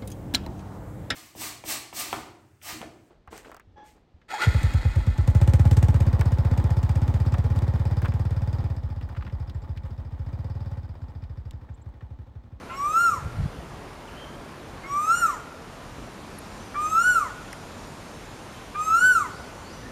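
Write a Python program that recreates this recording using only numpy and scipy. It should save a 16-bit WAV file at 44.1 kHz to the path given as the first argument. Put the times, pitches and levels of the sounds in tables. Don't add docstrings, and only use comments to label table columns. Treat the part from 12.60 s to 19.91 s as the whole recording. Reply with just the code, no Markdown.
import sys
import numpy as np
from scipy import signal
from scipy.fft import rfft, irfft, next_fast_len
from scipy.io import wavfile
from scipy.ndimage import uniform_filter1d

SR = 44100
rng = np.random.default_rng(int(sys.argv[2]) if len(sys.argv) > 2 else 0)


def wav_record(signal):
    frames = np.transpose(np.atleast_2d(signal))
    bounded = np.clip(frames, -1, 1)
    quanta = np.round(bounded * 32767).astype(np.int16)
    wavfile.write(sys.argv[1], SR, quanta)


N = 322371


def gain_of(db):
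    return 10 ** (np.asarray(db) / 20)


def unit_rms(x):
    return x / np.sqrt(np.mean(x ** 2) + 1e-20)


def curve_at(points, hz):
    f, value = np.transpose(points)
    return np.interp(np.log(hz + 1), np.log(f + 1), value)


def add(mix, start_s, sound):
    part = mix[round(start_s * SR):][:len(sound)]
    part += sound[:len(part)]


def noise(spectrum, patchy_db):
    hz = np.fft.rfftfreq(2048, 1 / SR)
    real, imag, patches = rng.standard_normal((3, N // 512 + 5, len(hz)))
    patches = uniform_filter1d(patches, size=8, axis=0)
    patches = unit_rms(uniform_filter1d(patches, size=20, axis=1))
    frames = (real + 1j * imag) * gain_of(curve_at(spectrum, hz) + patchy_db * patches)
    return unit_rms(signal.istft(frames.T, nperseg=2048, noverlap=1536)[1][:N])


def wobble(count, rate_hz):
    size = next_fast_len(count)
    lowpass = np.exp(-(np.fft.rfftfreq(size, 1 / SR) / rate_hz) ** 2)
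    return unit_rms(irfft(rfft(rng.standard_normal(size)) * lowpass, size)[:count])


def swells(rows):
    t = np.arange(N) / SR
    return sum(gain_of(db - rise * np.maximum(start - t, 0) - fall * np.maximum(t - end, 0))
               for start, end, db, rise, fall in rows)


def bursts(rows):
    out, hz = np.zeros(N), np.fft.rfftfreq(8192, 1 / SR)
    for start, length, centre, width, db in rows:
        resonance = 1 / (1 + ((hz - centre) / width) ** 2) ** 2
        puff = irfft(rfft(rng.standard_normal(8192)) * resonance)[:round(length * SR)]
        add(out, start, gain_of(db) * unit_rms(puff * signal.windows.tukey(len(puff), 0.5)))
    return out


def outdoor_wash(level_db=-41):
    # (frequency [Hz], relative density [dB])
    spectrum = [(15, -40), (25, -18), (38, 7), (50, -8), (93, -1), (250, -6), (427, -7.5), (769, -9.5),
                (1030, -10), (2370, -20), (3350, -24), (10000, -34.5), (15000, -45)]
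    return gain_of(level_db) * noise(spectrum, patchy_db=0.83)


def call_pitch(t, rise_s, start_hz, top_hz, climb, scoop_hz=48.6, scoop_s=0.022, arch_s=0.089,
               bend_s=0.1455, sag_per_s=20.5):
    span = top_hz - start_hz
    before, after = np.maximum(rise_s - t, 0), np.maximum(t - rise_s, 0)
    scoop = scoop_hz * np.exp(-t / scoop_s)
    arch = (span - climb * rise_s) * np.exp(-(before / arch_s) ** 2)
    fall = sag_per_s * span * (np.hypot(after, bend_s) - bend_s)
    return start_hz - scoop + climb * t + arch - fall


def effort_db(hz, knee_hz, soft_hz, db_per_hz):
    return -db_per_hz * soft_hz * np.logaddexp(0, (knee_hz - hz) / soft_hz)


def overtones(hz, phase, force_db, shut, roughness=0.084, flicker_db=1.73):
    # (harmonic number, level at 0 dB force [dB], growth with force [dB/dB])
    harmonics = [(2, -45.5, 0.43), (3, -39.5, 2.36), (4, -46.5, 1.4), (5, -41, 1), (6, -42.5, 1.5),
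                 (7, -42.5, 1), (8, -58, 3), (9, -51.5, 1.5), (10, -56, 1), (11, -55, 1), (12, -58, 0.5)]
    # (frequency [Hz], gain [dB])
    open_beak = [(2150, 3), (2550, 0), (2950, 3.5), (3650, -2), (4300, -8), (4850, -8.5), (5400, 3.5),
                 (6700, -0.5), (7500, 5.5), (8600, -0.5), (9300, -14), (10100, -4), (11100, -1), (12000, 4),
                 (15000, -7.5)]
    # (frequency [Hz], gain [dB])
    shut_beak = [(2000, 8), (2500, 8), (3500, -2), (6000, -26)]
    closing = phase + roughness * gain_of(0.3 * force_db) * wobble(len(hz), rate_hz=260)
    buzz = np.zeros(len(hz))
    for k, db, growth in harmonics:
        colour = curve_at(open_beak, k * hz) + shut * curve_at(shut_beak, k * hz)
        flicker = flicker_db * wobble(len(hz), rate_hz=35)
        buzz += gain_of(db + growth * force_db + colour + flicker) * np.cos(k * closing)
    return buzz


def koel_call(rise_s, start_hz, top_hz, climb, whistle_db, force_db, catch_s,
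              fall_s=0.24, edge_s=0.019, open_s=0.048, close_s=0.073, jitter=0.00067, fade_db=-2.0):
    t = np.arange(0, rise_s + fall_s, 1 / SR)
    hz = call_pitch(t, rise_s, start_hz, top_hz, climb)
    phase = 2 * np.pi * np.cumsum(hz * (1 + jitter * wobble(len(t), rate_hz=130))) / SR
    gate = np.clip(np.minimum(t, t[-1] - t) / edge_s, 0, 1)
    catching = np.exp(-(t / catch_s) ** 4)
    force = force_db + effort_db(hz, knee_hz=1396, soft_hz=70, db_per_hz=0.048) + 1.5 * catching
    level = whistle_db + effort_db(hz, knee_hz=1256, soft_hz=69, db_per_hz=0.075) - 7 * catching
    whistle = gain_of(level) * np.cos(phase)
    shut = np.exp(-(t / open_s) ** 2) + np.exp(-((t[-1] - t) / close_s) ** 4)
    fade = gain_of(fade_db * np.maximum(t - rise_s, 0) / fall_s)
    return gate * whistle, gate * fade * overtones(hz, phase, force, shut)


def koel(rasp_hz=1440, rasp_width_hz=400, rasp_share=0.68):
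    # (start [s], top [s], start pitch [Hz], top pitch [Hz], climb [Hz/s],
    # whistle level [dB], force [dB], catch length [s], rasp level [dB])
    calls = [(.09, 0.4107, 1035, 1395, 831, -18, 1, 0.032, -47),
             (2.228, 2.5681, 1076, 1428, 692, -17.5, 1.5, 0.09, -49.5),
             (4.139, 4.4734, 1175, 1474, 540.6, -17.5, 1, 0.044, -39.5),
             (6.14, 6.4593, 1205, 1507, 545, -17, 1.5, 0.043, -45)]
    # (time [s], length [s], centre [Hz], width [Hz], level [dB])
    stray_rasps = [(.09, 0.075, 1350, 37, -42), (.085, 0.076, 2600, 540, -51),
                   (2.56, 0.18, 1770, 170, -50.5), (7.2, .22, 1770, 140, -51)]
    whistle, buzz, catches = np.zeros(N), np.zeros(N), []
    for start, top, *voice, catch_s, rasp_db in calls:
        call_whistle, call_buzz = koel_call(top - start, *voice, catch_s)
        add(whistle, start, call_whistle)
        add(buzz, start, call_buzz)
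        catches.append((start, rasp_share * catch_s, rasp_hz, rasp_width_hz, rasp_db))
    return whistle, buzz, bursts(catches) + bursts(stray_rasps)


def echoes(x):
    # (delay [ms], signed gain [ratio])
    paths = [(5.977, 0.758), (8.05, 0.16), (12.922, 0.15), (19.107, -0.225), (25.458, 0.072),
             (26.687, 0.087), (39.33, 0.091), (43.124, 0.108), (60.659, 0.085), (68.328, -0.067),
             (83.421, -0.161)]
    size = next_fast_len(N + SR // 4)
    hz = np.fft.rfftfreq(size, 1 / SR)
    response = sum(gain * np.exp(-2j * np.pi * hz * ms / 1000) for ms, gain in paths)
    return irfft(rfft(x, size) * response, size)[:N]


def leaves(x, decay_s=0.049, level_db=-2.0, cutoff_hz=6000):
    t = np.arange(SR // 5) / SR
    scatter = rng.standard_normal(len(t)) * np.exp(-t / decay_s)
    treble = signal.sosfilt(signal.butter(2, cutoff_hz, "high", fs=SR, output="sos"), x)
    return gain_of(level_db) * signal.fftconvolve(treble, scatter / np.linalg.norm(scatter))[:N]


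def trees(x, build_s=0.16):
    # (frequency [Hz], gain [dB])
    colour = [(800, -23), (1150, -22), (1450, -17), (3000, -13), (7000, -7), (14000, -7)]
    # (frequency [Hz], time to fall 60 dB [s])
    decay_times = [(1000, 0.89), (1500, 1), (3000, 0.33), (7000, 0.39), (14000, 0.29)]
    hz, t, frames = signal.stft(rng.standard_normal(SR), SR, nperseg=256)
    t60 = curve_at(decay_times, hz)[:, None]
    envelope = gain_of(-60 * t / t60) * (1 - np.exp(-t / build_s))
    band_energy = SR * np.mean(envelope ** 2, axis=1, keepdims=True)
    envelope *= gain_of(curve_at(colour, hz))[:, None] / np.sqrt(band_energy)
    tail = signal.istft(frames * envelope, SR, nperseg=256)[1]
    return signal.fftconvolve(x, tail)[:N]


def small_birds(waver=0.023, waver_hz=200):
    # (time [s], length [s], start pitch [Hz], end pitch [Hz], source level [dB])
    chirps = [(.1, .11, 2920, 2750, -59), (.94, .03, 3330, 2590, -59), (1.474, .025, 3220, 2480, -52),
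              (1.549, 0.12, 3040, 3170, -52), (3.995, 0.056, 5940, 6100, -60),
              (5.928, 0.065, 3150, 2990, -57), (6.706, .1, 4230, 5200, -58.5),
              (6.787, 0.027, 5600, 6200, -60), (7.026, 0.12, 4120, 5100, -57),
              (7.122, 0.038, 5600, 6050, -55)]
    out = np.zeros(N)
    for start, length, start_hz, end_hz, db in chirps:
        count = round(length * SR)
        hz = np.linspace(start_hz, end_hz, count) * (1 + waver * wobble(count, waver_hz))
        chirp = signal.windows.tukey(count, 0.5) * np.sin(2 * np.pi * np.cumsum(hz) / SR)
        add(out, start, gain_of(db) * unit_rms(chirp))
    return out


def wind(bump_cycles=0.54):
    # (frequency [Hz], relative density [dB])
    spectrum = [(20, -18), (50, 3), (85, 0.5), (150, -3), (230, -15.5), (400, -25), (900, -65)]
    # (full from [s], until [s], level [dB], rise [dB/s], fall [dB/s])
    gusts = [(.45, 1.0, -44, 50, 45), (.65, 0.81, -32, 500, 110)]
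    # (time [s], frequency [Hz], envelope peak [dB])
    eddies = [(0.584, 84, -29), (0.66, 80, -23), (.838, 105, -23), (0.8594, 134, -17.5)]
    out = swells(gusts) * noise(spectrum, patchy_db=4.0)
    t = np.arange(-SR // 20, SR // 20) / SR
    for centre_s, hz, db in eddies:
        bump = -np.sin(2 * np.pi * hz * t) * np.exp(-(hz * t / bump_cycles) ** 2)
        add(out, centre_s + t[0], gain_of(db) * bump)
    return out


def far_drone():
    # (frequency [Hz], relative density [dB])
    spectrum = [(20, -58), (170, -34), (205, -18), (214, 0), (226, -7), (270, -5), (800, -70)]
    # (full from [s], until [s], level [dB], rise [dB/s], fall [dB/s])
    envelope = [(3.65, 3.8, -50, 36, 5.5), (7.0, 7.3, -54, 11, 10)]
    return swells(envelope) * noise(spectrum, patchy_db=1.5)


def ticks():
    # (time [s], length [s], centre [Hz], width [Hz], level [dB])
    transients = [(3.784, 0.0092, 10700, 1300, -43.5), (4.928, 0.0018, 5600, 900, -38),
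                  (4.9275, 0.0055, 9400, 3900, -45), (4.9295, 0.0066, 1900, 870, -37.5)]
    return bursts(transients)


def faint_hiss():
    # (frequency [Hz], relative density [dB])
    spectrum = [(1000, -10), (2500, 0.5), (4500, -2), (7000, -2), (10000, -9), (12500, -14.5), (15000, -46)]
    # (full from [s], until [s], level [dB], rise [dB/s], fall [dB/s])
    envelope = [(3.95, 6.8, -53.5, 8, 5)]
    return swells(envelope) * noise(spectrum, patchy_db=2.0)


def scene(buzz_echo=0.45, far_direct=0.95, far_wet=2.8):
    whistle, buzz, rasp = koel()
    near, far = whistle + buzz + rasp, small_birds()
    reflected = echoes(whistle + buzz_echo * buzz) + leaves(buzz) + trees(near + far_wet * far)
    background = outdoor_wash() + far_drone() + faint_hiss()
    return (near + far_direct * far + reflected + background + wind() + ticks())[None]


def record(dry, low_cut_hz=28.4, notch_hz=7900, notch_width_hz=260, band_limit_hz=15050):
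    rumble_cut = signal.sosfilt(signal.butter(4, low_cut_hz, "high", fs=SR, output="sos"), dry)
    notched = signal.lfilter(*signal.iirnotch(notch_hz, notch_hz / notch_width_hz, SR), rumble_cut)
    lowpass = signal.firwin(511, band_limit_hz, window=("kaiser", 9), fs=SR)
    return signal.oaconvolve(notched, lowpass[None], "same")


dry = scene()
out = record(dry)
wav_record(out)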